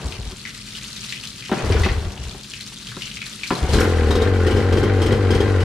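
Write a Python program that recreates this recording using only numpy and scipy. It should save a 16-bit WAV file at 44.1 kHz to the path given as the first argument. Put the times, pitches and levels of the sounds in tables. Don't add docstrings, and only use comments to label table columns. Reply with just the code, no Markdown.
import sys
import numpy as np
from scipy import signal
from scipy.fft import rfft, irfft, next_fast_len
from scipy.io import wavfile
from scipy.ndimage import map_coordinates

SR = 44100
rng = np.random.default_rng(int(sys.argv[2]) if len(sys.argv) > 2 else 0)


def digitize_waveform(pressure):
    field = np.atleast_2d(pressure).T
    bounded = np.clip(field, -1, 1)
    quanta = np.round(bounded * 32767).astype(np.int16)
    wavfile.write(sys.argv[1], SR, quanta)


N = 248724
T = np.arange(N) / SR
AGE = T[:SR // 4]

# start in seconds, seconds until the crank
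# rests or the engine takes over, strength in dB. Levels in all tables are relative.
PULLS = [(-0.497, 0.827, 0.5), (1.515, 0.88, -0.25), (3.505, 0.273, -1.4)]
# start in seconds, seconds from first to last firing, speed reached in
# puffs per second, bark in dB, metal ring in dB, ring pitch in Hz.
VOLLEYS = [(3.737, 0.068, 89.4, -12.5, -30, 3970), (4.106, 0.11, 98.25, -6, -27.5, 3770),
           (4.466, 0.1, 98.03, -6, -30, 3020), (4.724, 0.106, 100.9, -6, -31, 3134),
           (5.017, 0.102, 101.6, -5.5, -28.5, 3131), (5.305, 0.098, 101.2, -5, -28.5, 3218),
           (5.602, 0.093, 99, -20.5, -34.5, 2966)]
# frequency in Hz, level in dB.
EXHAUST = [(12, -59), (30, -24.5), (60, -6), (135, 3.5), (170, -16), (225, -8.5), (255, -10.5), (290, -1),
           (385, -5), (440, 2.5), (490, -1.5), (560, -17.5), (660, -31.5), (1000, -22.5), (3000, -72)]
SHAKE = [(12, -52), (24, -13), (35, -3.5), (60, -4), (90, -0.5), (120, -13.5), (200, -44), (500, -63)]
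# frequency in Hz, width in Hz, level in dB.
HOUSING = [(218.7, 28, 12), (356, 17, -20), (430, 210, -8)]
# frequency in Hz, likeness from 0 to 1.
MOTOR_ALIKE = [(60, 1), (180, 0.96), (550, 0.96), (1650, 0.99), (4970, 0.17), (15000, 0.063)]

CATCH_S = VOLLEYS[0][0]
SPIN_UP_S, CRANK_HZ = 0.265, 21.0


def amp(db):
    return 10 ** (np.asarray(db) / 20)


def unit(x):
    return x / np.sqrt(np.mean(x ** 2) + 1e-20)


def along(points, hz):
    f, v = np.transpose(points)
    return np.interp(np.log(hz + 1), np.log(f + 1), v)


def curve(points):
    return np.interp(T, *np.transpose(points))


def wobble(rate):
    return map_coordinates(rng.standard_normal(int(N * rate / SR) + 4), [T * rate])


def add(track, s, sound):
    i = max(round(s * SR), 0)
    track[..., i:i + sound.shape[-1]] += sound[..., :max(N - i, 0)]


def colour(x, spectrum, modes=()):
    n = x.shape[-1]
    m = 2 * next_fast_len(n // 2 + 4096)
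    hz = np.fft.rfftfreq(m, 1 / SR)
    peaks = sum(amp(db) / (1 + (2 * (hz - f) / width) ** 2) for f, width, db in modes)
    gain = amp(along(spectrum, hz)) * (1 + peaks)
    cepstrum = irfft(np.log(np.maximum(gain, 1e-6)))
    cepstrum[1:m // 2] *= 2
    cepstrum[m // 2 + 1:] = 0
    return irfft(rfft(x, m) * np.exp(rfft(cepstrum)), m)[..., :n]


def noise(spectrum, alike, modes=()):
    m = 2 ** 18
    likeness = np.clip(along(alike, np.fft.rfftfreq(m, 1 / SR)), 0, 1)
    angle = np.arccos(likeness) / 2
    mid, side = irfft(rfft(rng.standard_normal((2, m))) * [np.cos(angle), np.sin(angle)])[:, :N]
    return unit(colour(np.array([mid + side, mid - side]), spectrum, modes))


def bursts(times, levels, t60, attack=0.0015):
    envelope = np.zeros(N)
    for s, db in zip(times, levels):
        add(envelope, s, amp(db - 60 * AGE / t60) * (1 - np.exp(-AGE / attack)))
    return envelope


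def blow(spectrum, modes, puff_t60, puff_db):
    push = amp(puff_db - 60 * AGE / puff_t60) * rng.standard_normal(len(AGE))
    push[0] += 1
    sound = colour(push, spectrum, modes)
    return sound / np.linalg.norm(sound) * np.sqrt(SR / 100)


def alight(fade_s=0.014):
    return np.clip(1 + (T - CATCH_S) / fade_s, 0, 1)


def after_catch(decay_s):
    return np.exp(-np.maximum(T - CATCH_S, 0) / decay_s)


def yard():
    # frequency in Hz, level in dB.
    drone = [(26, -51), (45, -1.5), (85, -10.5), (118, 3), (156, -5), (188, -4), (210, 3), (244, -9),
             (318, -12.5), (339, -19), (379, -14), (566, -25.5), (610, -23), (700, -42), (900, -30),
             (1170, -38), (1980, -120)]
    return noise(drone, MOTOR_ALIKE)


def walls(near):
    # frequency in Hz, seconds for the echo to fall 60 dB.
    decay_times = [(100, 0.13), (500, 0.68), (3000, 0.09), (12000, 0.029)]
    hz, t, bands = signal.stft(rng.standard_normal((2, SR // 3)), SR, nperseg=256)
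    tail = signal.istft(bands * amp(-60 * t / along(decay_times, hz)[:, None]), SR, nperseg=256)[1]
    tail = colour(tail / np.linalg.norm(tail[0]), [(110, -24), (400, -7), (2000, 0)])
    delayed = np.pad(near, ((0, 0), (200, 0)))
    return signal.fftconvolve(delayed, tail, axes=1)[:, :N]


def flow_db(pump_db=3, blowout_db=11.5, thinning_db=-4.5):
    # time in seconds, level in dB.
    hose = [(0.0, -45), (0.42, -43.5), (1.06, -39.5), (1.83, -43.5), (2.05, -46.5), (2.85, -41.5),
            (3.48, -41.5)]
    crank_hz = sum(np.interp(T, *crank_speed(s, length), left=0, right=0) for s, length, _ in PULLS)
    exhaust_db = thinning_db + blowout_db * after_catch(0.22)
    return curve(hose) + 2 + pump_db * (crank_hz / CRANK_HZ) ** 2 + alight() * exhaust_db


def patter(count=6000, spread_db=6.5, drop_hz=3800, cycles=2.6):
    start, side = rng.random(count), rng.normal(0, .7, count)
    pitch, size = rng.standard_normal(count), rng.exponential(1, count)
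    hz = np.clip(drop_hz * np.exp(.45 * pitch), 900, 11000)[:, None]
    t = T[:256]
    gain = amp(spread_db * np.minimum(size, 3))[:, None] * np.minimum(3000 / hz, 1)
    drops = gain * np.sin(2 * np.pi * hz * t) * np.exp(-hz * t / cycles)
    channels = []
    for mic in (-1, 1):
        samples = np.abs(start * N + mic * side * 3).astype(int)[:, None] + np.arange(len(t))
        channels.append(np.bincount(samples.ravel(), drops.ravel(), N)[:N])
    return unit(colour(np.array(channels), [(1000, -9.5), (4000, 6.0), (9500, 17), (15000, -8)]))


def water(mist_db=-4.5):
    # frequency in Hz, level in dB.
    spray = [(350, -26), (600, -8.5), (788, -10), (1090, -5), (1180, 0.5), (1580, -0.5), (1960, -2.5),
             (2750, 1.5), (4370, 6), (4750, 2.5), (9630, -4.5), (12100, -11.5), (15500, -23)]
    # frequency in Hz, likeness at the two microphones from 0 to 1.
    spray_alike = [(60, 0.93), (180, 0.97), (550, 0.39), (1650, 1), (4970, 0.73), (15000, 0.16)]
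    drops = patter()
    gobs = 2 * np.tanh(wobble(45) / 2)
    drops *= amp(-1 + 1.1 * gobs + mist_db * alight())
    hiss = amp(-1.5 + 2.36 * gobs) * noise(spray, spray_alike)
    return amp(flow_db() + 0.89 * wobble(14)) * (hiss + drops)


def spatter(rows, width, t60, tail_db, tail_t60, snaps_per_s, ring_db, ring_t60, rise=0):
    out = np.zeros((2, N))
    for s, db, hz in rows:
        grit = rng.standard_normal(len(AGE)) + .55 * rng.standard_normal((2, len(AGE)))
        scatter = (rng.random(len(AGE)) < snaps_per_s / SR) * grit
        body = [(hz / 4, -40), (hz / width, -9), (hz, 0), (hz * width, -6), (hz * 3, -21), (hz * 6, -42)]
        snap = colour(amp(-60 * AGE / t60) * grit, body, [(hz, 300, -3)])
        tail = colour(amp(-60 * AGE / tail_t60) * scatter, body, [(hz, 300, -3)])
        glide = 1 + rise * np.minimum(AGE, ring_t60)
        ring = amp(-60 * AGE / ring_t60) * np.sin(2 * np.pi * hz * AGE * glide)
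        add(out, s, amp(db - 32) * (unit(snap) + amp(ring_db) * unit(ring) + amp(tail_db) * unit(tail)))
    return out


def splats(lesser_count=8):
    # start in seconds, level in dB, pitch in Hz.
    loudest = [(0.1225, -19.5, 2650), (0.4524, -17, 2000), (0.7505, -21, 3000), (0.9645, -19, 3750),
               (1.0919, -20, 4120), (1.1236, -13.5, 2550), (1.2365, -21, 3080), (1.2725, -21, 4100),
               (1.4237, -23.5, 2120), (1.4516, -21, 2790), (2.1201, -27, 4040), (2.432, -24.5, 4500),
               (2.5357, -18, 2670), (2.608, -19.5, 4070), (2.8694, -19.5, 3160), (2.9174, -25.5, 1300),
               (3.02, -15, 2840), (3.1135, -20.5, 2860), (3.1695, -20, 2480), (3.2173, -16, 2410),
               (3.4328, -12.5, 2360), (3.473, -18.5, 4150), (3.5525, -18.5, 4200)]
    lesser = [(when * CATCH_S, -30 + 4 * size, 3500 * 2 ** (pitch - .5))
              for when, size, pitch in rng.random((lesser_count, 3))]
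    return spatter(list(loudest) + lesser, width=1.41, t60=0.03, tail_db=0.5, tail_t60=0.27,
                   snaps_per_s=770, ring_db=-10, ring_t60=0.019, rise=3.1)


def rattles():
    # start in seconds, level in dB, pitch in Hz.
    strikes = [(1.585, -28, 2470), (1.723, -19.5, 2370), (1.7656, -22, 1460), (1.8344, -18, 1990),
               (1.8453, -21, 2600), (1.8865, -21.5, 1960), (3.7862, -18, 1530), (3.803, -23, 5470),
               (3.8094, -18.5, 1434), (4.202, -25, 1560), (4.465, -23.5, 1850), (5.1082, -27, 1950)]
    return spatter(strikes, width=2.24, t60=0.039, tail_db=7.5, tail_t60=0.3,
                   snaps_per_s=2100, ring_db=4.5, ring_t60=0.051)


def knocks(jolt_db=-5):
    # start in seconds, level in dB.
    singles = [(0.322, -22.5), (1.495, -16), (1.861, -4.5), (2.346, -24), (2.967, -17), (3.853, -9)]
    # seconds into the pull, level in dB.
    stutter = [(0.0005, -1.5), (0.008, -6.5), (0.017, -7)]
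    # frequency in Hz, level in dB.
    stand = [(60, -19), (120, -13), (170, -4), (370, -3), (500, -12), (760, -12), (1400, -17), (2000, -22),
             (4000, -30.5), (7000, -51)]
    # frequency in Hz, width in Hz, level in dB.
    stand_modes = [(178, 34, 0), (382, 32, -2), (1040, 50, -2), (1355, 35, -1), (1630, 30, -2)]
    bites = [(s + delay, db + bite_db) for s, _, db in PULLS if s > 0 for delay, bite_db in stutter]
    jolts = [(s, db + jolt_db) for s, _, _, db, *_ in VOLLEYS]
    out = np.zeros(N)
    for s, db in bites + jolts + singles:
        add(out, s, amp(db - 12.5) * blow(stand, stand_modes, puff_t60=.075, puff_db=-10))
    return out


def crank_speed(start, length, friction_hz_per_s=38.6):
    t = T[T < length]
    spin = CRANK_HZ * np.sin(np.pi / 2 * np.minimum(t / SPIN_UP_S, 1))
    return start + t, np.maximum(spin - friction_hz_per_s * np.maximum(t - SPIN_UP_S, 0), 0)


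def cranking_db(age):
    # level in dB, fall while coasting in dB per second.
    levels = [(-12, 27.5), (-18.5, 45), (-30.5, 34.5)]
    return [db - fall * np.maximum(age - SPIN_UP_S, 0) for db, fall in levels]


def strokes(thump_hz=73, sag_hz_per_s=30, rock_back_s=0.059):
    rows = []
    for start, length, db in PULLS:
        t, rate = crank_speed(start, length)
        half_turns = np.floor(np.cumsum(rate) / SR)
        beats = [(s, db) for s in t[1:][np.diff(half_turns) > 0]]
        if rate[-1] == 0:
            beats.append((beats[-1][0] + rock_back_s, db + 1.5))
        for s, strength_db in beats:
            thump_db, chuff_db, _ = cranking_db(s - start)
            hz = thump_hz - sag_hz_per_s * max(s - start - SPIN_UP_S, 0)
            rows.append((s, strength_db + thump_db, strength_db + chuff_db, hz))
    return [row for row in rows if row[0] > 0]


def cranking(swell_s=0.015, fade_s=0.025, lead_s=0.03):
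    thumps = np.zeros(N)
    t = AGE - lead_s
    shape = np.exp(-(t / np.where(t < 0, swell_s, fade_s)) ** 2)
    beats = strokes()
    for (s, db, _, hz), detune in zip(beats, rng.standard_normal(40)):
        tone = np.cos(2 * np.pi * hz * (1 + 0.03 * detune) * (t + 0.0035))
        add(thumps, s - lead_s + 0.0044, amp(db - 2.5) * shape * tone)
    s, thump_db, chuff_db, _ = np.transpose(beats)
    shake = bursts(s - .015, thump_db - 6.5, t60=0.41, attack=0.0035) * noise(SHAKE, MOTOR_ALIKE)
    chuffs = bursts(s - .004, chuff_db, t60=0.1, attack=0.0011) * noise(EXHAUST, MOTOR_ALIKE, HOUSING)
    return thumps + shake + chuffs


def recoil_starter():
    # frequency in Hz, level in dB.
    whirr = [(76, -24), (130, 4), (229, -4.5), (275, -9.5), (428, -2), (538, -13), (617, -8), (2630, -20),
             (4290, -31), (5000, -32), (6500, -84), (11000, -120)]
    envelope = np.zeros(N)
    for start, length, db in PULLS:
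        gate = np.interp(T - start, [0, .005, length, length + .03], [0, 1, 1, 0])
        envelope += gate * amp(db + cranking_db(T - start)[2])
    return envelope * amp(3.5 + 1.87 * wobble(110)) * noise(whirr, MOTOR_ALIKE)


def ignitions():
    # start as a share of the volley's length, bark in dB, metal ring in dB.
    pattern = [(0, -1, 2), (0.42, -1, 0), (1, 0.5, -1)]
    return [(s + share * length, db + bark_db, ring_db + metal_db, hz)
            for s, length, _, db, ring_db, hz in VOLLEYS for share, bark_db, metal_db in pattern]


def engine_speed(catch_hz=70.28, surge_s=0.045, drag_per_s=0.74):
    points, peak_s, peak_hz = [], CATCH_S, catch_hz
    for s, length, hz, *_ in VOLLEYS:
        points.append((s, peak_hz * np.exp(-drag_per_s * (s - peak_s))))
        peak_s, peak_hz = s + length + surge_s, hz
        points.append((peak_s, peak_hz))
    return curve(points)


def exhaust(times, load, uneven=0.56):
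    sizes = 1 - uneven * (-1.) ** np.arange(len(times))
    pulses = np.bincount(np.clip(times * SR, 0, N - 1).astype(int), sizes, N)
    puffs = unit(colour(pulses, EXHAUST, HOUSING))
    gas = unit(bursts(times, np.zeros(len(times)), t60=0.08) * noise(EXHAUST, MOTOR_ALIKE, HOUSING))
    return puffs + (.22 + .85 * load) * gas


def boom(cycle, load, cold):
    phase = 2 * np.pi * cycle + (0.05 + 0.5 * load) * wobble(50)
    limp = 0.076 + 0.3 * cold
    return -np.sqrt(2) * (np.cos(phase) + limp * (np.cos(phase / 2) + np.cos(1.5 * phase)))


def clatter(times, levels_db):
    # frequency in Hz, level in dB.
    piston = [(700, -32), (1300, -1), (2000, 4.5), (2600, -8.5), (4000, -8), (9000, -53)]
    gear_teeth = [(320, -10.5), (550, 7), (658, -2), (767, 1.5), (943, -8.5), (1410, 1.5), (1990, -10),
                  (2590, -8), (3140, -10.5), (3660, -22), (4260, -13.5), (12000, -42), (15000, -57)]
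    # frequency in Hz, width in Hz, level in dB.
    cowl = [(816, 120, 2.5), (1046, 43, 9.5), (1444, 24, 1), (1580, 17, 7), (1970, 31, 4), (3140, 32, 4)]
    slaps = unit(bursts(times[::2], levels_db[::2], t60=0.053) * noise(piston, MOTOR_ALIKE))
    pulsing = 2 + unit(bursts(times, levels_db, t60=0.043))
    gears = unit(pulsing * noise(gear_teeth, MOTOR_ALIKE, cowl))
    return gears + .45 * slaps


def running(settle_s=0.63):
    # coasting level, change under load, change on catching, all in dB.
    layers = [(-15.5, -6.5, -3), (-21, 0, 2), (-30, 2, 3)]
    cycle = np.cumsum(engine_speed()) / SR
    count = np.arange(1, int(cycle[-1]))
    jitter, _, force = rng.standard_normal((3, 700))[:, :len(count)]
    fired = [s for s, *_ in ignitions()]
    load = np.tanh(bursts(fired, np.zeros(len(fired)), t60=0.37, attack=0.0043))
    cold = after_catch(settle_s)
    boom_db, exhaust_db, clatter_db = [db + loaded * load + fresh * cold for db, loaded, fresh in layers]
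    times = np.interp(count, cycle, T)
    times += (.0001 + .0005 * np.interp(times, T, load)) * jitter
    out = amp(exhaust_db - 2) * exhaust(times, load)
    out += amp(boom_db) * boom(cycle, load, cold)
    out += amp(-24) * load * noise(SHAKE, MOTOR_ALIKE)
    out += amp(clatter_db - 2.5) * clatter(times, 2 * force)
    return alight() * out


def firings(ring_width_hz=300, ring_t60=0.18):
    # frequency in Hz, level in dB.
    bark = [(12, -50), (26, -20), (40, -5.5), (80, 18), (160, -28), (230, -12.5), (350, 5), (470, 3),
            (600, -19.5), (1500, -38), (5000, -66)]
    metal = [(410, -26), (700, 3.5), (1210, 4), (1480, -5.5), (2280, -4), (3190, -6), (4350, -5.5),
             (5500, -8), (5940, -10.5), (12400, -20.5), (15500, -35)]
    # frequency in Hz, width in Hz, level in dB.
    crankcase = [(1570, 60, 4), (3220, 70, 9), (4050, 70, 0), (5080, 110, 5), (5500, 60, 2), (6450, 120, 5),
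                 (8300, 250, 5)]
    out = np.zeros((2, N))
    for s, db, ring_db, ring_hz in ignitions():
        add(out, s, amp(db - 8) * blow(bark, HOUSING, puff_t60=0.059, puff_db=-20.5))
        grit = rng.standard_normal(len(AGE)) + 0.5 * rng.standard_normal((2, len(AGE)))
        rasp = unit(colour(grit, metal, crankcase + [(ring_hz, ring_width_hz, 3)]))
        ring = unit(sum(np.sin(2 * np.pi * ring_hz * rng.normal(1, .012) * AGE + phase)
                        for phase in rng.uniform(0, 2 * np.pi, (3, 2, 1))))
        envelope = amp(ring_db + 1 - 60 * AGE / ring_t60) * (1 - np.exp(-AGE / 0.0013))
        add(out, s, envelope * (rasp + .45 * ring))
    return out


def scene():
    motor = running() + firings() + cranking() + recoil_starter() + knocks() + amp(4.5) * rattles()
    near = motor + amp(3) * splats() + water()
    drone = amp(-42) * yard()
    return near + amp(-11) * walls(near) + drone


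def record(dry, lag_s=.000013, top_hz=15500):
    # frequency in Hz, left minus right in dB.
    balance = [(60, 2), (120, 2.5), (240, 2), (480, 2.0), (950, 1.5), (1890, 2.5), (3770, 4), (7520, 2.0),
               (15000, 0)]
    m = next_fast_len(N + SR // 4)
    hz = np.fft.rfftfreq(m, 1 / SR)
    sides = np.array([[.5], [-.5]])
    microphones = amp(sides * along(balance, hz)) * np.exp(-2j * np.pi * hz * sides * lag_s)
    band = (hz < top_hz) / np.sqrt(1 + (hz / 14600) ** 30)
    fade_out = np.minimum((T[-1] - T) / .005, 1)
    return irfft(rfft(dry * fade_out, m) * microphones * band, m)[:, :N]


dry = scene()
out = record(dry)
digitize_waveform(out)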